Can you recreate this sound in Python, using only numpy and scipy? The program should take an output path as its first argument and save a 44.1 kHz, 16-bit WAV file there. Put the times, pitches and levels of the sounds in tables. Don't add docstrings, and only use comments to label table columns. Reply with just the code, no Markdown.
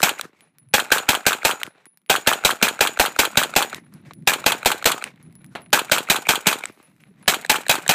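import sys
import numpy as np
from scipy import signal
from scipy.fft import rfft, irfft
from scipy.io import wavfile
from scipy.ndimage import uniform_filter1d

SR = 44100
rng = np.random.default_rng(int(sys.argv[2]) if len(sys.argv) > 2 else 0)


def rack_gain(trim_db):
    fader = np.asarray(trim_db, float)
    return 10 ** (fader / 20)


def waveform_to_disk(signal):
    frames = np.transpose(np.atleast_2d(signal))
    scaled = np.clip(frames, -1, 1) * 32767
    samples = np.round(scaled).astype(np.int16)
    wavfile.write(sys.argv[1], SR, samples)


N = 350154
LENGTH = 12288
T = np.arange(LENGTH) / SR

# (time [s], bolt closes after [ms], trigger resets after [ms], reset level [dB])
SHOTS = [(0.029, 64.1, 160, -30), (0.7379, 62, 105, -33), (0.917, 66, 110, -46.5), (1.088, 63, 104, -62.5),
         (1.2645, 66, 106, -36), (1.4488, 63.0, 153, -34.5), (2.0971, 65, 115, -34.5),
         (2.271, 62, 115, -40), (2.448, 61.5, 110, -35), (2.625, 61, 119.5, -35.5),
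         (2.807, 66.5, 128.0, -34), (2.996, 64.4, 127, -35), (3.189, 63, 126, -33),
         (3.3717, 63.0, 130, -33.5), (3.5617, 63.9, 137, -33), (4.273, 63.3, 126, -30.5),
         (4.462, 59.6, 120, -32), (4.6577, 60, 123, -32.5), (4.856, 62.7, 123.6, -31.5),
         (5.729, 63, 120.2, -31), (5.917, 66, 115, -29), (6.0987, 64, 123, -30), (6.2885, 68, 120.7, -30),
         (6.4677, 62.6, 120, -28), (7.278, 66, 136, -31.5), (7.496, 64.6, 116, -30), (7.694, 61, 129, -33),
         (7.8914, 61, 140, -43)]
# (frequency [Hz], level [dB])
BLAST = [(20, -40), (100, -15), (177, -4.5), (337, -7.5), (624, -2.5), (1150, -12), (1960, -10),
         (2460, -3.5), (2750, -6.5), (4060, -7), (5230, -12.5), (7520, -10), (9950, -19), (13900, -14.5),
         (16000, -19.5)]
# (frequency [Hz], level [dB])
VALLEY = [(59, -53), (100, -16.5), (229, 3.5), (1480, 2.5), (1910, -4), (2420, -0.5), (5420, -14.5),
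          (6840, -14), (7450, -6.5), (14400, -28), (16000, -37.5)]
# (frequency [Hz], level [dB])
SNAP = [(180, -56), (300, -16), (2000, -2), (3890, -0.5), (4990, -12.5), (8220, -3), (10200, -18.5),
        (11300, -13), (13800, -17), (15000, -14), (16000, -55.5)]
# (frequency [Hz], level [dB])
HILLS = [(240, -40), (400, -4.5), (1400, -7.5), (2400, -8), (3200, -17), (4100, -15), (4700, -27.5),
         (8000, -33), (15000, -52)]
# (frequency [Hz], width [Hz], level [dB])
BODY = [(844, 140, 7), (1574, 330, 8.5), (2520, 180, 4), (4020, 220, 4.5), (7100, 110, -6.5),
        (3250, 180, 3)]


def curve(table, hz):
    points = np.array(table)
    return np.interp(np.log(hz + 1), np.log(points[:, 0]), points[:, 1])


def colour(x, spectrum, peaks=()):
    hz = np.fft.rfftfreq(x.shape[-1], 1 / SR)
    resonance = sum(db / (1 + (2 * (hz - f) / width) ** 2) for f, width, db in peaks)
    gain = rack_gain(curve(spectrum, hz) + resonance)
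    return irfft(rfft(x) * gain / np.sqrt(np.mean(gain ** 2)), x.shape[-1])


def fade(t, t60):
    return (t >= 0) * np.exp(-np.log(1000) * np.maximum(t, 0) / t60)


def burst(noise, spectrum, t60s, rise_s, body=BODY):
    spec = rfft(colour(noise, spectrum, body))
    hz = np.fft.rfftfreq(LENGTH, 1 / SR)
    out = 0
    for centre in 2. ** np.arange(5, 15):
        octaves = np.log2(np.clip(hz, 32, 16384) / centre)
        band = irfft(spec * np.clip(1 - abs(octaves), 0, 1), LENGTH)
        out = out + band * fade(T, curve(t60s, centre))
    return out * np.minimum(T / rise_s, 1)


def puff(t, start_hz, end_hz, length_s):
    u = np.clip(t / length_s, 0, 1)
    cycles = length_s * (start_hz * u + (end_hz - start_hz) * u ** 2 / 2)
    return np.sin(np.pi * u) ** 2 * np.sin(2 * np.pi * cycles)


def slap(t, db, hz, length_s, thump_db, dull=1):
    treble = rack_gain(db) * puff(t, 1.119 * hz, 0.44 * hz, length_s)
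    push = puff(t - 0.31 * length_s, 757 / dull, 210 / dull, 0.0048 * dull)
    return treble + rack_gain(thump_db) * push


def patchy(x, db, size):
    drift = uniform_filter1d(rng.standard_normal(x.shape), size=size)
    return x * rack_gain(db * np.sqrt(size) * drift)


def white(count):
    return rng.standard_normal((count, LENGTH))


def spread(count):
    return rng.standard_normal((count, 1))


def alike(count, share):
    common, own = white(1), white(count)
    low = signal.butter(2, 3000, fs=SR, output="sos")
    return own + signal.sosfilt(low, np.sqrt(share) * common + (np.sqrt(1 - share) - 1) * own)


def add(out, times, sounds):
    for s, sound in zip(times, sounds):
        i = int(round(s * SR))
        out[i:i + LENGTH] += sound * np.minimum((T[-1] - T) / .14, 1)


def air():
    # (time [s], level [dB])
    gusts = [(0, -67.5), (.45, -69), (.65, -63), (1.2, -66), (1.7, -68.5), (2.05, -73), (3.2, -53),
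             (3.8, -51), (4.02, -48.5), (4.2, -46.5), (5.1, -54.5), (5.28, -49), (5.45, -48.5), (5.62, -47),
             (6.7, -68.5), (6.95, -55.5), (7.1, -52.5), (7.3, -53.5)]
    # (frequency [Hz], level [dB])
    rumble = [(15, -69.5), (60, -24.5), (110, -9), (157, -0.5), (237, -6), (350, -14.5), (450, -30),
              (1000, -47.5), (2200, -100)]
    # (frequency [Hz], level [dB])
    fabric = [(2500, -28), (4000, 0), (7000, -2), (9000, -1.5), (13000, 1), (15500, -10)]
    t = np.arange(N) / SR
    gust_db = np.interp(t, *np.transpose(gusts))
    shots = np.array(SHOTS)[:, 0]
    since = np.maximum(t - shots[np.maximum(np.searchsorted(shots, t) - 1, 0)], 0)

    flutter_db = 80 * uniform_filter1d(rng.standard_normal(N), size=900)
    flutter_db += 90 * uniform_filter1d(rng.standard_normal(N), size=3000)
    wind = colour(rng.standard_normal(N), rumble) * rack_gain(gust_db + flutter_db)
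    deep = signal.sosfiltfilt(signal.butter(2, 105, fs=SR, output="sos"), wind)
    wind = wind - deep * (1 - rack_gain(np.minimum(0.8 * (gust_db + 48.0), 3)))

    rustle = rack_gain(-89 + .25 * (gust_db + 54.0))
    rustle += rack_gain(-66) * fade(since, 0.5) + rack_gain(-46.5) * fade(since, 0.4)
    rustle += rack_gain(-65.5) * fade(t - 6.66, 1.6)
    cloth = patchy(colour(rng.standard_normal(N), fabric), 2.8, size=150) * rustle

    scatter = rack_gain(-71 + .5 * (gust_db + 56.0)) + rack_gain(-46) * fade(since, 0.79)
    hills = patchy(colour(rng.standard_normal(N), HILLS), 3.0, size=250)
    return wind + cloth + patchy(hills, 5, size=2500) * scatter


def thuds(out):
    # (time [s], level [dB], pitch [Hz], thump relative to level [dB])
    returns = [(0.25, -35, 401, 6.5), (.292, -54, 500, 6), (0.33, -45.5, 883, -4), (0.347, -52, 1000, -8),
               (.418, -56, 500, 4), (1.674, -33, 398, 3), (1.75, -47, 1370, -3), (1.863, -42, 404, -0.5),
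               (3.78, -29, 444, -5), (4.108, -25.5, 920, -16), (5.065, -26, 1340, -14),
               (5.074, -27, 2200, -23), (5.66, -38, 2270, -22), (6.696, -33, 403, 1), (6.763, -53, 600, -2),
               (6.773, -45, 452, -1), (3.864, -45, 1390, -12), (3.923, -49, 1320, -10),
               (3.995, -52, 1800, -8), (3.734, -21.5, 1520, -11), (7.168, -57.5, 1780, -10.5),
               (7.258, -36.5, 2200, -15), (2.077, -54, 2200, -14), (5.385, -58, 870, -7),
               (5.175, -46, 2000, -16), (4.117, -49, 2000, -15), (6.799, -40, 413, -2)]
    # (time [s], level [dB])
    earlier = (0.0027, -17.5)
    s, db, hz, thump_db = np.transpose(returns)[:, :, None]
    smear = rack_gain(db - 9.5) * colour(white(len(s)), HILLS) * fade(T - .001, 0.032)
    dull_slap = slap(T, db - 2.5, 1.39 * np.maximum(hz, 1000), 0.003, db + thump_db, 1.56)
    add(out, s[:, 0] + 0.00042, dull_slap + smear)
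    rough = rack_gain(-30.5) * colour(white(1), SNAP)[0] * fade(T, .02)
    add(out, [earlier[0]], [slap(T, earlier[1], 1800, 0.004, -24.5) + rough])
    add(out, [0], rack_gain(-50.0) * colour(white(1), VALLEY) * fade(T, .3))


def snaps(out):
    # (time [s], level [dB], knock pitch [Hz], knock level [dB], high ping level [dB])
    cracks = [(0.2124, -15.5, 2300, -20.5, -26.5), (1.6331, -14, 3630, -14.5, -26),
              (2.9909, -16, 2400, -29, -32.5), (3.179, -42, 2400, -53, -50), (3.5548, -20.5, 2400, -19, -35),
              (3.7461, -19.5, 2400, -23, -30), (4.4604, -33.5, 2400, -43, -46), (4.65, -19.5, 2310, -22, -30),
              (4.8442, -17, 2400, -20, -24), (5.0413, -19, 2160, -12, -17.5),
              (5.9158, -9.5, 2150, -21.5, -24.5), (6.2866, -18, 2300, -22, -22),
              (6.656, -23, 1990, -14.5, -15), (7.4634, -29.5, 1990, -42, -24), (7.684, -20, 2310, -19.5, -16),
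              (7.88, -15, 2280, -25.5, -11), (1.4456, -27, 2290, -31.5, -29),
              (6.4607, -39, 2310, -45.5, -38.5), (0.0189, -17, 2300, -16, -36)]
    s, db, hz, knock_db, ping_db = np.transpose(cracks)[:, :, None]
    shape = fade(T, .003) + .5 * fade(T - .0006, .005) + .12 * fade(T, .015) + .03 * fade(T, .08)
    high = signal.butter(3, 900, "high", fs=SR, output="sos")
    snap = signal.sosfilt(high, colour(white(len(s)), SNAP, BODY) * shape)
    add(out, s[:, 0] - .0005, rack_gain(db + 3.5) * snap)
    ping_hz = 8000 * (1 + 0.074 * spread(len(s)))
    knock = rack_gain(knock_db) * puff(T, hz, hz, 0.0018)
    ping = rack_gain(ping_db) * puff(T, 1.04 * ping_hz, .96 * ping_hz, 0.0022)
    add(out, s[:, 0] - .001, knock + ping)


def carbine(out):
    # (time [s], extra path to the banks [ms], bolt level past the shooter's body [dB])
    walk = [
        (0, 0.29, -10),
        (1.3, .45, -12),
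        (2.1, 0.87, -10.5),
        (3.5, 1.2, -9.5),
        (4.86, 4, -8),
        (5.8, 3.2, -9.5),
        (6.4, 5.2, -11.5),
        (7.3, 5.3, -11),
        (7.9, 5.8, -16.5),
    ]
    s, bolt_ms, reset_ms, reset_db = np.transpose(SHOTS)[:, :, None]
    walk_s, walk_path, walk_bolt = np.array(walk).T
    path = np.interp(s, walk_s, walk_path)
    bolt_db = np.interp(s, walk_s, walk_bolt)
    heat = rng.standard_normal((len(s), len(BODY), 2, 1))
    hammer(out, s)
    blast(out, s, path, heat)
    bolt_slam(out, s, bolt_ms, reset_ms, path, bolt_db)
    trigger_reset(out, s, reset_ms, reset_db, heat)


def hammer(out, s):
    n = len(s)
    shape = fade(T, 0.0029) + 2.7 * fade(T - .004, .02)
    tick = colour(white(n), SNAP, [(2645, 540, 7.4)]) * shape
    add(out, s[:, 0] - .0055, rack_gain(-34.0 + 2 * spread(n)) * tick)


def diaphragm():
    shoves = [-31.5, -27.5, -35, -26, -33, -31, -28.5, -27, -21, -29.5, -33, -18, -23.5, -30, -24.5, -27.5,
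              -24, -23, -26, -31.5, -34, -31, -25.5, -31, -33.5, -30, -35.5, -37]
    # (time [s], level [dB], pitch [Hz], length [s])
    buffets = [
        (.61, -49, 136, .035),
        (.655, -46, 125, .05),
        (0.708, -47, 150, .03),
        (3.95, -47, 152, 0.054),
        (4.19, -36.5, 169, 0.067),
        (5.28, -41.5, 130, 0.037),
        (5.5, -40, 140, 0.038),
        (7.07, -44.5, 191, .06),
        (7.1, -54, 401, .03),
        (7.2, -50.5, 200, 0.038),
    ]
    out = np.zeros(N + 2 * LENGTH)
    shove_s = 0.013
    swing = puff(T, .5 / shove_s, .5 / shove_s, shove_s)
    swing = swing - 0.35 * puff(T - shove_s, 55, 55, 0.0052)
    add(out, np.array(SHOTS)[:, 0] - .002, rack_gain(np.array(shoves)[:, None]) * swing)
    s, db, hz, length = np.transpose(buffets)[:, :, None]
    add(out, s[:, 0], rack_gain(db) * puff(T, 1.2 * hz, .85 * hz, length))
    return out[:N]


def blast(out, s, path, heat):
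    # (frequency [Hz], T60 [s])
    blast_t60 = [(30, 0.038), (150, 0.076), (500, 0.12), (1500, 0.22), (4000, 0.11), (8000, 0.19),
                 (15000, 0.17)]
    # (frequency [Hz], width [Hz], level [dB])
    gully = [(1430, 260, 8.5), (2440, 400, 4.5), (800, 200, 7), (4020, 400, 5.5)]
    # (thump level [dB], low-mid resonance [dB])
    loads = [(-31.5, -6), (-26, -1.5), (-30, -3.5), (-25.5, -2), (-27, -3.5), (-28, -1), (-27, -1),
             (-24.5, -2.5), (-28, -3), (-17, 0.5), (-43, 0.5), (-34.5, 2), (-32.5, 0.5), (-37.5, -3),
             (-32, 0), (-28, -0.5), (-33, -2.5), (-37, 3), (-21.5, 4.5), (-37.5, 1.5), (-30, 0),
             (-27, -2.5), (-38, -2.5), (-18, -3.5), (-22.5, -4.5), (-21, -7), (-27.5, -3), (-56, -1)]
    n = len(s)
    thump_db, low_db = np.transpose(loads)[:, :, None]
    body = [(f * (1 + .035 * heat[:, k, 0]), w, db + 2.5 * heat[:, k, 1])
            for k, (f, w, db) in enumerate(BODY)]
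    hollows = [(f * (1 + .06 * heat[:, k, 1]), w, db + 2 * heat[:, k, 0])
               for k, (f, w, db) in enumerate(gully)]
    gas = patchy(alike(n, 0.11), 2.5, size=80)
    shot = rack_gain(-6.5) * burst(gas, BLAST, blast_t60, 0.002, body + [(480, 240, low_db)])
    full_s = .008
    shot *= 1 + 0.75 / (1 + (T / full_s) ** 6) - 0.017 * path * (T > full_s)
    shot += rack_gain(-26.0) * patchy(colour(white(n), VALLEY, hollows), 4, size=150) * fade(T, 0.48)
    shot += banks(path, n)
    thump = 1.8 * puff(T, 240, 170, 0.021) * fade(T, 0.099) + 0.55 * puff(T, 78, 60, 0.0054)
    add(out, s[:, 0], shot + rack_gain(thump_db) * thump)


def banks(path, n):
    # (lag [ms], share of extra path [0-1], level [dB], pitch [Hz], thump level [dB])
    echoes = [
        (0, 0.21, -12.5, 2500, -4),
        (3.77, 0.14, -20, 1800, -16.5),
        (18.12, 0.86, -19.5, 1800, -26),
        (29.3, 0.24, -20, 4300, -33),
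        (42.47, 0.63, -9, 1600, -17.5),
        (54.26, 0.87, -9.5, 1707, -31),
        (73.4, 0.75, -30.5, 870, -48.5),
        (81.9, 0.83, -24.5, 1900, -20.5),
    ]
    out = 0
    for lag_ms, share, db, hz, thump_db in echoes:
        length_ms = 4.1 - (4.1 - 2.78) * np.exp(-lag_ms / 1.5)
        t = T - (lag_ms + share * path) / 1000
        echo_db = db - 0.67 * share * path + 2.1 * spread(n)
        echo_hz = hz * (1 + 0.1 * spread(n))
        push_db = thump_db - 3 * path * max(1 - 1.1 * share, 0)
        out = out + slap(t, echo_db, echo_hz, length_ms / 1000, push_db, 1 + 0.06 * path)
        out += rack_gain(db - 12.5) * colour(white(n), SNAP) * fade(t - .001, 0.02)

    near = T - (11 + 1.0 * path) / 1000
    near_shape = fade(near, 0.027) * np.clip(near / 0.0047, 0, 1)
    out += rack_gain(-17.5 + 3 * path) * colour(white(n), BLAST, BODY) * near_shape

    far = T - (164.8 + 0.75 * path) / 1000
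    bright = colour(white(n), [(800, -28.0), (1600, -4.5), (3600, 0.5), (5000, -12.5), (8000, -8.0), (15000, -14.5)])
    out += rack_gain(-40.0 + 1.6 * path) * bright * fade(far - .0005, 0.009)
    slope = colour(white(n), [(1000, -33.5), (1900, -8.0), (2350, -0.5), (2900, -16.0), (5000, -36.5)])
    slope *= rack_gain(-38.5 + 3.3 * spread(n))
    return out + slope * np.sin(np.pi * np.clip((far + .016) / .018, 0, 1))


def bolt_slam(out, s, bolt_ms, reset_ms, path, bolt_db):
    # (frequency [Hz], level [dB])
    slam = [(180, -39.5), (300, -17.5), (1100, -4.5), (1930, -11.5), (3240, 0), (3800, -9), (4400, -7.5),
            (5340, -27.5), (6960, -9.5), (14200, -10.5)]
    # (frequency [Hz], T60 [s])
    slam_t60 = [(500, 0.13), (2000, 0.062), (5000, 0.089), (14000, 0.0077)]
    # (frequency [Hz], level [dB], T60 [s])
    steel = [(6970, -42, 0.99), (6700, -46.5, 0.4), (7200, -39.5, 0.11), (1340, -34, 0.066),
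             (2400, -45, 0.1)]
    n = len(s)
    bolt = rack_gain(bolt_db - 3.0) * burst(white(n), slam, slam_t60, 0.00094)
    bolt *= 0.75 + 1.0 * fade(T - .0005, 0.02) + .5 * fade(T - .005, 0.012)
    damped = fade(np.maximum(T - (reset_ms - bolt_ms) / 1000, 0), 0.2)
    quiver = patchy(np.ones((n, LENGTH)), 3.5, size=250)
    for hz, db, t60 in steel:
        mode = np.sin(2 * np.pi * hz * T * (1 + 0.001 * spread(n))) * fade(T, t60)
        bolt += rack_gain(db - 1.1 * path + 1.4 * spread(n)) * mode * damped * quiver
    add(out, (s + bolt_ms / 1000)[:, 0] - .0015, bolt)


def trigger_reset(out, s, reset_ms, reset_db, heat):
    # (frequency [Hz], level [dB])
    parts = [(1500, -12.5), (3000, 5), (5000, -2.5), (8000, 3.5), (12000, -3.5), (16000, -6)]
    n = len(s)
    modes = [(2300 * (1 + .1 * heat[:, 0, 0]), 400, 6), (3900, 300, 4 + 4.0 * heat[:, 1, 0]), (7700, 500, 5)]
    rattle = colour(white(n) * rack_gain(3.6 * white(n)), parts, modes)
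    rattle *= fade(T, 0.027) + 0.53 * fade(T - .005, 0.023)
    add(out, (s + reset_ms / 1000)[:, 0] - .0015, rack_gain(reset_db - 4.0) * rattle)


def far_bank(out):
    # (middle of return after [ms], pitch [Hz], level [dB], overtone level [dB])
    answers = [(167.2, 1442, -19.3, -11.5), (167.4, 1485, -19.5, -15.4), (167.6, 1464, -21.8, -14.8),
               (167.5, 1507, -21.3, -19.3), (168.0, 1507, -20.7, -18.1), (167.6, 1464, -22.5, -15.4),
               (167.9, 1485, -19.8, -9.8), (168.2, 1485, -18.0, -15.6), (167.9, 1485, -17.5, -16.2),
               (167.7, 1464, -18.5, -13.5), (167.4, 1485, -18.3, -19.1), (167.9, 1442, -19.6, -17.1),
               (168.0, 1442, -19.8, -21.5), (168.0, 1421, -20.2, -16.8), (168.6, 1421, -20.4, -15.1),
               (169.6, 1313, -21.5, -9.9), (169.1, 1421, -22.4, -10.3), (169.0, 1399, -22.2, -11.6),
               (168.8, 1421, -21.8, -11.6), (169.5, 1485, -21.3, -15.4), (171.8, 1378, -20.4, -18.2),
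               (171.4, 2454, -18.3, -23.7), (172.0, 2411, -17.8, -23.8), (171.0, 2368, -17.7, -23.2),
               (171.6, 1765, -19.6, -8.5), (170.8, 1787, -21.1, -8.5), (170.6, 1701, -21.2, -9.1)]
    lag_ms, hz, db, over_db = np.transpose(answers)[:, :, None]
    n = len(hz)
    puff_s = .005
    main = puff(T, 1.05 * hz, 0.9 * hz, puff_s) + rack_gain(-8.5) * puff(T - .0012, 1100, 250, 0.0057)
    over = rack_gain(over_db - 0.5) * puff(T - .0003, 4100 * (1 + 0.044 * spread(n)), 3900, 0.0044)
    over += rack_gain(-20.5) * puff(T - .0008, 7000 * (1 + 0.033 * spread(n)), 6800, .004)
    second = rack_gain(-8.0 + 3.2 * spread(n)) * puff(T - .001, 3950 - hz, 3700 - hz, 0.0033)
    rough = rack_gain(-16.5) * colour(white(n), SNAP) * fade(T - .001, 0.031)
    times = np.array(SHOTS)[:n, 0] + lag_ms[:, 0] / 1000 - puff_s / 2
    add(out, times, rack_gain(db + 2.0) * (main + over + second + rough))


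def swells(out):
    # (time [s], level [dB], pitch [Hz], length [s])
    slopes = [(0.221, -40.5, 1480, 0.048), (0.332, -61, 2280, 0.15), (1.643, -40.5, 1520, 0.043),
              (1.765, -67, 2100, 0.1), (3.751, -38, 2010, 0.035), (1.797, -62.5, 1596, 0.047),
              (3.858, -71, 2000, 0.055), (3.912, -59, 1510, 0.09), (4.048, -51.5, 2040, 0.068),
              (5.497, -57, 1500, 0.12), (6.768, -59, 2500, 0.13), (7.169, -61, 2010, 0.08),
              (5.039, -39.5, 2200, 0.056), (5.177, -64, 2220, 0.092), (6.659, -43, 2260, 0.053),
              (6.996, -56.5, 2450, 0.034)]
    spectrum = [(200, 11.0), (1000, 0.5), (4000, -5), (9000, -8), (15000, -20)]
    for s, db, hz, length in slopes:
        band = colour(white(1), spectrum, [(hz, 0.38 * hz, 14)])
        u = T / (0.35 * length)
        add(out, [s], rack_gain(db) * patchy(band, 2.2, size=200) * (u * np.exp(1 - u)) ** 1.4)


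def cases(out):
    # (time [s], tick level [dB], ring pitch [Hz], ring level [dB], brightness [0-1])
    landings = [(0.4075, -33, 10400, -44, 0.1), (0.5846, -35.5, 10290, -43.5, 0.7),
                (0.6878, -53, 10300, -46, 0.5), (1.666, -25, 10320, -43, 0.03),
                (1.8557, -29.5, 10400, -34.5, 0.14), (1.8678, -46, 10180, -50, 0.65),
                (1.9735, -35, 10300, -59, 0.78), (2.0623, -41, 10400, -48, 0.5),
                (3.7614, -34, 10360, -43.5, 0.7), (3.846, -69.5, 10460, -50.5, .5),
                (7.015, -65, 10580, -52, 0.57), (5.552, -60, 10350, -50, .5),
                (3.9389, -36, 10330, -44, 0.9), (4.1351, -30.5, 10300, -40.5, 0.73),
                (5.228, -44, 10300, -42.5, 0.9), (5.3258, -44, 10200, -60, 0.46),
                (5.3538, -36.5, 10350, -40, 0.9), (5.444, -29, 10500, -41.5, 0.3),
                (5.4632, -43, 10500, -61, 1), (5.6093, -43, 10300, -54, 0.66),
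                (5.6187, -38, 10300, -39, 0.66), (6.723, -44, 10370, -53, 0.5),
                (6.8283, -40.5, 10460, -43.5, 0.5), (7.0374, -38, 10200, -57.5, 0.07),
                (7.0744, -54.5, 10200, -55, 0.6), (7.227, -39.5, 10300, -42.5, 0.5)]
    # (time [s], tick level [dB], brightness [0-1])
    bounces = [(2.017, -53, 0.65), (4.092, -58, 0.1), (4.224, -44.5, .1), (4.014, -58, 1), (5.53, -54, 0.5),
               (5.705, -43.5, 0.34), (7.196, -53, 0.4), (5.1597, -42, 0), (5.3093, -55, 0.3),
               (5.417, -45, 0.22), (6.964, -46.5, 0.28), (7.005, -49.5, .5)]
    # (frequency [Hz], level [dB])
    brass = [(3000, -9), (5000, 3.5), (6500, -8), (8500, -3.5), (10500, 6), (13500, 1.5), (15500, -2)]
    flat = [(s, db, 10400, db - 27.0, bright) for s, db, bright in bounces]
    s, tick_db, hz, ring_db, bright = np.transpose(list(landings) + flat)[:, :, None]
    grit = white(len(s)) * (fade(T, 0.0039) + 0.074 * fade(T, 0.043))
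    share = np.clip(bright, 0, 1)
    dull = colour(grit, SNAP, [(2100, 1000, 15), (6500, 2000, -10)])
    tick = rack_gain(tick_db) * (share * colour(grit, brass) + (1 - share) * dull)
    waver = np.cumsum(patchy(np.ones(grit.shape), .015, size=400), axis=1) / SR
    lower_hz = hz - 110 + 25 * spread(len(s))
    pair = np.sin(2 * np.pi * hz * waver) + .5 * np.sin(2 * np.pi * lower_hz * waver)
    ring = rack_gain(ring_db - 11) * patchy(pair, 3, size=600) * fade(T, 0.26)
    add(out, s[:, 0], tick + ring)


def far_gun(out):
    # (time [s], level [dB])
    distant = [
        (5.551, -28.5),
        (4.05, -52),
    ]
    s, db = np.transpose(distant)[:, :, None]
    spectrum = [(200, -4.5), (700, -1.0), (2500, -5.5), (4300, -11.5), (5000, -24), (8000, -21.5), (15000, -33)]
    t60s = [(500, 0.22), (2500, 0.17), (8000, 0.1)]
    tail = burst(white(len(s)), spectrum, t60s, 0.00093, [(691, 140, 5.4), (1856, 150, 3)])
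    add(out, s[:, 0], rack_gain(db) * tail * (1 + 0.98 * fade(T, 0.015) + 0.66 * fade(T - .0065, 0.026)))
    add(out, s[0] + .0062, rack_gain(db[:1] + 9) * puff(T, 2200, 900, .002))


def scene():
    out = np.zeros(N + 2 * LENGTH)
    for source in (thuds, snaps, carbine, far_bank, swells, cases, far_gun):
        source(out)
    bass_cut_events = signal.sosfilt(signal.butter(3, 105, "high", fs=SR, output="sos"), out[:N])
    return (bass_cut_events + air() + diaphragm())[None]


def low_pass(x):
    return signal.sosfilt(signal.butter(12, 16470, fs=SR, output="sos"), x)


def record(dry):
    loud = 0.69 * np.tanh(dry / 0.68) * 0.87
    loud = loud + 0.019 * np.tanh(dry / 0.57) ** 4
    top_cut = signal.ellip(10, .2, 55, 15400, fs=SR, output="sos")
    bass_cut = signal.butter(1, 12, "high", fs=SR, output="sos")
    held = np.clip(signal.sosfilt(np.vstack([top_cut, bass_cut]), loud), -.7, .7)
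    return low_pass(held)


dry = scene()
out = record(dry)
waveform_to_disk(out)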